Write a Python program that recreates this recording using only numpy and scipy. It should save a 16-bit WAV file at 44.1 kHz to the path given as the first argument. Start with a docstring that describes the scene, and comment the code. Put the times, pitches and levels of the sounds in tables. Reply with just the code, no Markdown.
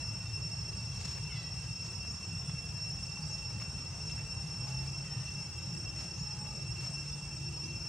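"""Cicadas drone in the trees of a quiet park, over the rumble of far traffic in which engine notes wander.
Dry leaves rustle, twigs tick, small birds whistle down-and-up sweeps and an animal calls twice from afar.
Cicadas are stacks of sines at fifths of a click rate; traffic, foliage and leaves are shaped noise, ticks
are noise puffs in a resonance, birds are gliding sines and the animal is a harmonic stack through a throat."""
import sys
import numpy as np
from scipy import signal
from scipy.fft import rfft, irfft, next_fast_len
from scipy.io import wavfile
from scipy.ndimage import uniform_filter1d, map_coordinates

SR = 44100
rng = np.random.default_rng(int(sys.argv[2]) if len(sys.argv) > 2 else 0)


def wrap_up_sound(samples):
    """Save the sound to the file named by the first command line argument, as 16-bit audio."""
    columns = np.atleast_2d(samples).T
    # keep every value between -1 and 1, then stretch to whole-number steps
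    tamed = np.clip(columns, -1, 1)
    steps = np.round(tamed * 32767).astype(np.int16)
    wavfile.write(sys.argv[1], SR, steps)


N = 347830  # length in samples


def amp(db):
    """Decibels to an amplitude factor."""
    return 10 ** (np.asarray(db) / 20)


def unit(x):
    """x scaled to an RMS of one."""
    return x / np.sqrt(np.mean(x ** 2) + 1e-20)


def along(points, hz):
    """Reads (Hz, value) points on a log frequency axis."""
    point_hz, values = np.transpose(points)
    return np.interp(np.log(hz + 1), np.log(point_hz + 1), values)


def curves(rows):
    """One value per sample for each column after the time."""
    seconds, *columns = np.transpose(rows)
    return [np.interp(np.arange(N) / SR, seconds, column) for column in columns]


def wobble(rate):
    """A smooth random curve with rate knots a second."""
    knots = rng.standard_normal(int(N * rate / SR) + 4)
    return map_coordinates(knots, [np.arange(N) * rate / SR])


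def filtered(x, response):
    """x shaped by a complex response of frequency."""
    m = next_fast_len(x.shape[-1] + SR // 2)
    spectrum = rfft(x, m) * response(np.fft.rfftfreq(m, 1 / SR))
    return irfft(spectrum, m)[..., :x.shape[-1]]


# How alike left and right are in a wide sound field. Each row: frequency in Hz, likeness from 0 to 1.
LIKENESS = [(60, 0.99), (160, 0.99), (270, 0.84), (1200, 0.82), (2000, 0.61), (2700, 0.83), (4200, 0.51),
            (5400, 0.64), (6500, 0.054), (8100, 0.049), (10000, 0.033)]


def paired(two, gain):
    """Two unrelated signals mixed to left and right, alike as a microphone pair hears a wide field."""
    def mid_side_gain(hz):
        angle = np.arccos(np.clip(along(LIKENESS, hz), -1, 1)) / 2
        return gain(hz) * np.array([np.cos(angle), np.sin(angle)])
    mid, side = filtered(two, mid_side_gain)
    return np.array([mid + side, mid - side])


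def patchy(depth_db):
    """Two noises whose gain drifts in patches of time and frequency."""
    z = signal.stft(rng.standard_normal((2, N)), nperseg=2048)[2]
    field = rng.standard_normal(z.shape[1:])
    for axis in (0, 1):
        field = uniform_filter1d(field, size=4, axis=axis)
    return signal.istft(z * amp(depth_db * unit(field)), nperseg=2048)[1][:, :N]


def trees(x, t60, direct_db):
    """Scattering among trunks and walls: a decaying noise tail behind the direct sound; t60 in s."""
    t = np.arange(int(t60 * SR)) / SR
    tail = paired(rng.standard_normal((2, len(t))) * amp(-60 * t / t60), np.ones_like)
    tail /= np.linalg.norm(tail[0])
    tail[:, 0] += amp(direct_db)
    led_in = np.pad(x, (len(t), 0), "reflect")  # so the scattering is already under way at the start
    return signal.fftconvolve(led_in[None], tail, axes=1)[:, len(t):len(t) + N]


# Colour of the traffic rumble. 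Each row: frequency in Hz, relative density in dB per Hz.
TRAFFIC_COLOUR = [(15, -33), (25, -29), (33, -30), (48, -4.5), (103, 0), (151, 0), (262, -22), (521, -25),
                  (595, -26.5), (856, -26), (1230, -27), (1730, -32.5), (2060, -35), (2400, -36.5),
                  (3120, -45), (5280, -120)]
# Course of the traffic. Each row: time in seconds, level in dB.
TRAFFIC_LEVEL = [(0, -42), (1.5, -43), (3, -43), (4.5, -42), (6, -43), (7.89, -43.5)]


def traffic():
    """Far traffic blends into a low-heavy noise that is unsteady in time and frequency."""
    level_db, = curves(TRAFFIC_LEVEL)
    rumble = paired(patchy(depth_db=2.5), lambda hz: amp(along(TRAFFIC_COLOUR, hz)))
    return amp(level_db) * unit(rumble)


# Two engine notes, one after the other. Each row of a note: time in seconds, pitch in Hz, mean RMS level in dB.
ENGINE_NOTES = [
    [(0, 107, -47), (.6, 110, -45), (1.1, 115, -49.5), (1.8, 119, -50), (2.5, 121, -62)],
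    [(4.5, 127.4, -81), (4.7, 130, -42), (5.2, 147.8, -49), (5.8, 130.2, -47), (6.5, 128.8, -74),
     (6.9, 141, -46.5), (7.5, 149, -47.5), (7.89, 149.7, -51.5)],
]


def engines():
    """Each engine note is a wandering sine of unsteady level that sounds only around its own span."""
    out, t = np.zeros(N), np.arange(N) / SR
    for rows in ENGINE_NOTES:
        hz, db = curves(rows)
        since_start, until_end = t - rows[0][0] + .1, rows[-1][0] + .2 - t
        on = np.clip(np.minimum(since_start, until_end) / .2, 0, 1)
        level = np.sqrt(2) * amp(db + 1.14 * wobble(3.03))
        out += on * level * np.sin(2 * np.pi * np.cumsum(hz) / SR)
    return out


# Unseen machines. Each row: centre in Hz, half width in Hz, level in dB at the start, midway and at the end.
MACHINE_HUMS = [(843, 34, -75, -69.5, -76), (335, 43, -105, -69.5, -65), (155, 30, -64, -54.5, -80)]


def hums():
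    """Each machine hum is a narrow band of noise that swells, fades and wavers."""
    out = np.zeros((2, N))
    for centre_hz, half_width_hz, *dbs in MACHINE_HUMS:
        level_db = np.interp(np.linspace(0, 2, N), [0, 1, 2], dbs) + 4.7 * wobble(3.85)
        band = paired(rng.standard_normal((2, N)), lambda f: np.exp(-((f - centre_hz) / half_width_hz) ** 2))
        out += amp(level_db) * unit(band)
    return out


# Foliage hiss. Each row: frequency in Hz, density in dB per Hz before its patches of gain.
FOLIAGE = [(900, -110), (1800, -99), (3500, -98.5), (4400, -97), (6000, -96), (8000, -98), (8800, -105),
           (11000, -113.5), (15600, -120)]


def foliage():
    """Foliage hiss: broad noise in patches of gain, scaled from density per Hz to amplitude."""
    return paired(patchy(depth_db=4.0), lambda hz: amp(along(FOLIAGE, hz)) * np.sqrt(SR / 2))


RUSTLE_WIDTH = .24  # share of side sound in the power
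# Colour of dry leaves. Each row: frequency in Hz, relative level in dB.
LEAF_COLOUR = [(1500, -14), (3500, -6), (4300, -3), (6500, 0), (8000, -5), (9300, -17), (12000, -27),
               (15600, -40)]
# Colour of the thud below a rustle. Each row: frequency in Hz, relative level in dB.
THUD_COLOUR = [(200, -32), (500, 10), (1400, 3.5), (2500, 3.5), (4000, -22)]
# Rustles. Each row: middle in seconds, half length in seconds, level in dB, thud in dB against the rustle.
LEAF_RUSTLES = [(0.96, 0.027, -59, -21), (1.072, 0.088, -49, -15), (1.18, 0.025, -63.5, 5),
                (1.646, 0.021, -59, -4), (1.872, 0.03, -53, -21), (3.62, 0.028, -58, 0),
                (4.12, .03, -59, -9), (4.19, 0.045, -64, 7.5), (4.84, 0.038, -56.5, -10),
                (4.684, 0.04, -51, -15), (6.85, 0.06, -52.5, -5.5), (6.008, 0.058, -52, -7.5),
                (6.458, 0.014, -67.5, 12)]


def leaves():
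    """Dry leaves: crackly noise under a soft swell; each rustle has its own low thud."""
    out, t = np.zeros((2, N)), np.arange(N) / SR
    crackle = rng.standard_normal((2, N)) * amp(2.5 * wobble(120))
    crisp = unit(filtered(crackle, lambda hz: amp(along(LEAF_COLOUR, hz))))
    thud = unit(paired(crackle, lambda hz: amp(along(THUD_COLOUR, hz)) * (hz > 150)))
    mid = np.sqrt(1 - RUSTLE_WIDTH) * crisp[0]
    side = np.sqrt(RUSTLE_WIDTH) * crisp[1]
    leaf = np.array([mid + side, mid - side])
    for middle, half, db, thud_db in LEAF_RUSTLES:
        swell = amp(db) * np.exp(-((t - middle) / half) ** 2)
        out += swell * (leaf + amp(thud_db) * thud)
    return out


TICK_WIDTH_HZ, TICK_WIDENS = 1500, .3  # resonance width: a base in Hz and a share of the centre
TICK_T60 = .027  # s
# Twig ticks. Each row: start in seconds, peak in dB, resonance centre in Hz.
TWIG_TICKS = [(.727, -47, 2800), (1.85, -48, 1000), (2.05, -40.5, 850), (2.495, -41, 1500),
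              (2.502, -46, 4500), (2.652, -47, 9500), (3.172, -44, 1195), (3.182, -53, 8000),
              (3.505, -44, 700), (3.515, -56, 10000), (3.6, -41, 1800), (3.619, -43, 1500),
              (3.625, -45, 5000), (3.7, -52, 4200), (4.097, -43, 3300), (4.112, -43, 4300),
              (4.33, -61, 8000), (6.18, -48, 3800)]


def twigs():
    """Each tick is a fast-dying puff of noise in one broad, steep-sided resonance."""
    out, t = np.zeros((2, N + SR)), np.arange(SR // 20) / SR
    for start, db, hz in TWIG_TICKS:
        width_hz = TICK_WIDTH_HZ + TICK_WIDENS * hz

        def resonance(f):
            band = 1j * f * width_hz / (hz * hz - f * f + 1j * f * width_hz)
            return band ** 2 / (1 + 1j * f / 11000) ** 4  # the divisor softens the treble
        puff = rng.standard_normal(len(t)) * amp(-60 * t / TICK_T60)
        tick = filtered(puff, resonance)
        out[:, round(start * SR):][:, :len(t)] += amp(db) * tick / np.abs(tick).max()
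    return out[:, :N]


SAG_S, MOUTH_S = .05, .07  # time constant of the pitch sag, time for the mouth to open
CALL_ATTACK_S, CALL_RELEASE_S, CALL_FADE_DB = .02, .04, -7  # the fade runs over the whole call
# Throat resonances. Each row: frequency in Hz, relative level in dB.
THROAT_COLOUR = [(600, -30), (1300, -8), (1750, -1), (2100, 0), (2400, -8), (2950, 0), (3500, -2),
                 (4600, -2), (5500, -12)]
# Calls. Each row: start in seconds, length in seconds, first pitch in Hz, settled pitch in Hz,
# level in dB ahead of the throat and the trees, widest mouth from 0 to 1.
ANIMAL_CALLS = [(1.285, .19, 790, 648, -52.5, 1), (5.03, .28, 710, 592, -59, .8)]


def animal():
    """A falling, hoarse stack of harmonics through the throat; an opening mouth frees the upper ones."""
    out = np.zeros(N)
    for start, length, first_hz, settled_hz, level_db, widest in ANIMAL_CALLS:
        t = np.clip(np.arange(N) / SR - start, 0, None)
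        hz = settled_hz + (first_hz - settled_hz) * np.exp(-t / SAG_S)
        mouth = widest * np.clip(t / MOUTH_S, 0, 1)
        gate = np.clip(np.minimum(t / CALL_ATTACK_S, (length - t) / CALL_RELEASE_S), 0, 1)
        on = gate * amp(level_db + CALL_FADE_DB * np.minimum(t / length, 1))
        phase = 2 * np.pi * np.cumsum(hz * (1 + .02 * wobble(120))) / SR
        for k in range(1, 9):
            muffle_db = -10 * (1 - mouth) * max(k - 4, 0)
            harmonic_db = along(THROAT_COLOUR, k * hz) + muffle_db + 3 * wobble(60)
            out += on * amp(harmonic_db) * np.sin(k * phase)
    return trees(out, t60=.45, direct_db=-2)  # more scattered than direct sound


FALL_DB, TURN_DB = -3, -8  # level just after the onset and at the lowest point of a sweep, against its loudest
NOTE_S, NOTE_WAVER = .048, .012  # length of a level note in s, waver as a share of the pitch
# Two birds. Each row: lowest pitch in Hz, fall in Hz per second, rise in Hz per second.
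BIRD_TURNS = [(4500, 22000, 23000), (4900, 16500, 20000)]
# Sweeps. Each row: lowest point in seconds, bird, start in Hz, end in Hz, loudest in dB before the flutter.
BIRD_SWEEPS = [(.78, 0, 6200, 6200, -55), (1.78, 0, 6200, 6400, -54), (2.02, 1, 6400, 7300, -54),
               (3.237, 0, 6300, 6900, -49), (3.99, 1, 6500, 7300, -55), (4.87, 0, 6100, 6700, -53),
               (6.1, 1, 6500, 7250, -52)]
# Level notes. Each row: start in seconds, pitch in Hz, loudest in dB before the flutter.
BIRD_NOTES = [(.85, 6000, -53), (.9, 5830, -55), (5.18, 5950, -55), (5.24, 6000, -52), (5.3, 6070, -56),
              (7.649, 5900, -52), (7.69, 6350, -57)]


def birds():
    """Fluttering sine whistles: sweeps that fall and rise at each bird's own speed, and short level notes."""
    out = np.zeros(N)
    for turn_s, bird, start_hz, end_hz, peak_db in BIRD_SWEEPS:
        low_hz, fall, rise = BIRD_TURNS[int(bird)]
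        start_s = turn_s - (start_hz - low_hz) / fall
        end_s = turn_s + (end_hz - low_hz) / rise
        t = np.arange(start_s, end_s, 1 / SR)
        hz = np.interp(t, [start_s, turn_s, end_s], [start_hz, low_hz, end_hz])
        shape_s = [start_s, start_s + .01, turn_s, end_s - .02, end_s]
        db = peak_db + np.interp(t, shape_s, [-18, FALL_DB, TURN_DB, 0, -15])
        out[round(start_s * SR):][:len(t)] += amp(db) * np.sin(2 * np.pi * np.cumsum(hz) / SR)
    t = np.arange(0, NOTE_S, 1 / SR)
    waver = 1 + NOTE_WAVER * wobble(60)
    for start_s, hz, db in BIRD_NOTES:
        first = round(start_s * SR)
        phase = 2 * np.pi * hz * np.cumsum(waver[first:][:len(t)]) / SR
        out[first:][:len(t)] += amp(db) * np.sin(np.pi * t / NOTE_S) * np.sin(phase)
    return trees(out * amp(3 * wobble(90)), t60=.7, direct_db=0)


# Far cicadas blurred by distance. Each row: centre in Hz, width in Hz, relative level in dB.
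CHORUS_HUMPS = [(2663, 200, -1), (5320, 540, -4.5), (6340, 1540, -7.5)]


def far_chorus():
    """Far cicadas blur into humps of noise of slightly unsteady level."""
    def humps(f):
        power = sum(amp(2 * db) / (1 + ((f - centre) / (width / 2)) ** 4) for centre, width, db in CHORUS_HUMPS)
        return np.sqrt(power)
    blur = unit(paired(rng.standard_normal((2, N)), humps))
    return blur * amp(-56 + .32 * wobble(12.0))


FLARES, FLARE_SHARE = (.1, .64), .075  # where in the cycle the song brightens, and half length, as shares
DULL_DB, FLARE_DB = -6.5, 14.5  # brightness between flares, and what a flare adds
RIGHT_LEAD_S = 12e-6  # the right side hears them this much earlier
# One song cycle. Each row: share of the cycle, click rate in Hz.
SONG_CYCLE = [(0, 2710), (.35, 2689), (.5, 2713), (.72, 2717), (.87, 2697), (1, 2710)]
# Clicks come in groups of five, so lines stand at fifths of the click rate.
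# Each row: number of fifths, relative level in dB.
SONG_LINES = [(5, -3.5), (6, -23.5), (7, -28), (8, -24.5), (9, -19.5), (10, 5), (11, -10.5), (12, -15.5),
              (13, -36), (14, -17), (15, -6.5), (16, -26), (19, -35), (20, -25.5)]
# Singers. Each row: pitch offset in Hz, share of the pitch swing, cycle in seconds, head start in seconds,
# level in dB ahead of lines and trees, direct sound in dB against the scattering.
CICADA_SINGERS = [(-2, .9, .792, 0.0039, -57.5, 0), (7, 0.2987, .7, .3, -54, -7),
                  (-6, 0.407, .41, 0.0965, -58, -4.5), (8, .3, .53, 0.3973, -56, -8),
                  (26, 0.78, .37, 0.202, -61, -3), (-22, .6, .9, .5, -63, -18)]


def cicadas():
    """Each singer repeats the song cycle; its wavering lines fade in and out through the scattering."""
    out, t = np.zeros((2, N)), np.arange(N) / SR
    share, rate_hz = np.transpose(SONG_CYCLE)
    mean_hz = rate_hz.mean()
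    for offset_hz, swing, cycle, head_start, db, direct_db in CICADA_SINGERS:
        place = ((t + head_start) / cycle + .02 * wobble(1)) % 1
        swing_hz = swing * (np.interp(place, share, rate_hz) - mean_hz)
        click_hz = mean_hz + offset_hz + swing_hz + 5 * wobble(30)
        phase = 2 * np.pi * np.cumsum(click_hz) / SR / 5  # of one group of five clicks
        flare = sum(np.exp(-((place - at) / FLARE_SHARE) ** 2) for at in FLARES)
        bright = swing * (DULL_DB + FLARE_DB * flare) + 1.5 * direct_db  # far singers lose treble
        song = np.zeros(N)
        for k, line_db in SONG_LINES:
            # brightness tilts the lines above the strongest one, more the higher they lie
            tilt_db = bright * max(k / 10 - 1, 0) ** 2
            song += amp(line_db + tilt_db) * np.sin(k * phase + rng.uniform(0, 2 * np.pi))
        out += trees(amp(db + 2.46 * wobble(25)) * song, t60=.9, direct_db=direct_db)
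    sides = np.array([[-1], [1]])
    return filtered(out, lambda f: np.exp(1j * np.pi * f * RIGHT_LEAD_S * sides))


def scene():
    """All layers, from the far background to the singing cicadas."""
    background = traffic() + engines() + hums() + foliage()
    return background + leaves() + twigs() + animal() + birds() + far_chorus() + cicadas()


TOP_HZ = 15680  # nothing passes from here up
NOTCH_HZ, NOTCH_STEP_HZ, NOTCH_WIDTH_HZ = 3824, 98.3, 17  # middle notch, spacing, half width
NOTCH_DEPTH, NOTCH_SPAN_HZ = .62, 260  # deepest dip 0-1, and how far from the middle the dips fade
# Balance of the two sides. Each row: frequency in Hz, left against right in dB.
BALANCE = [(100, 0.56), (2000, 0.6), (5400, -0.8), (8100, 1.9), (12000, -0.5)]


def record(dry):
    """Evenly spaced narrow notches around 3.8 kHz, sides of unequal colour and a band limit."""
    def notches(f):
        off_hz = (f - NOTCH_HZ + NOTCH_STEP_HZ / 2) % NOTCH_STEP_HZ - NOTCH_STEP_HZ / 2  # from the nearest notch
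        span = ((f - NOTCH_HZ) / NOTCH_SPAN_HZ) ** 2
        return 1 - NOTCH_DEPTH * np.exp(-span - (off_hz / NOTCH_WIDTH_HZ) ** 2)

    def response(hz):
        sides = amp(along(BALANCE, hz) * np.array([[.5], [-.5]]))
        return notches(hz) * sides * (hz < TOP_HZ)
    return filtered(dry, response)


dry = scene()
out = record(dry)
wrap_up_sound(out)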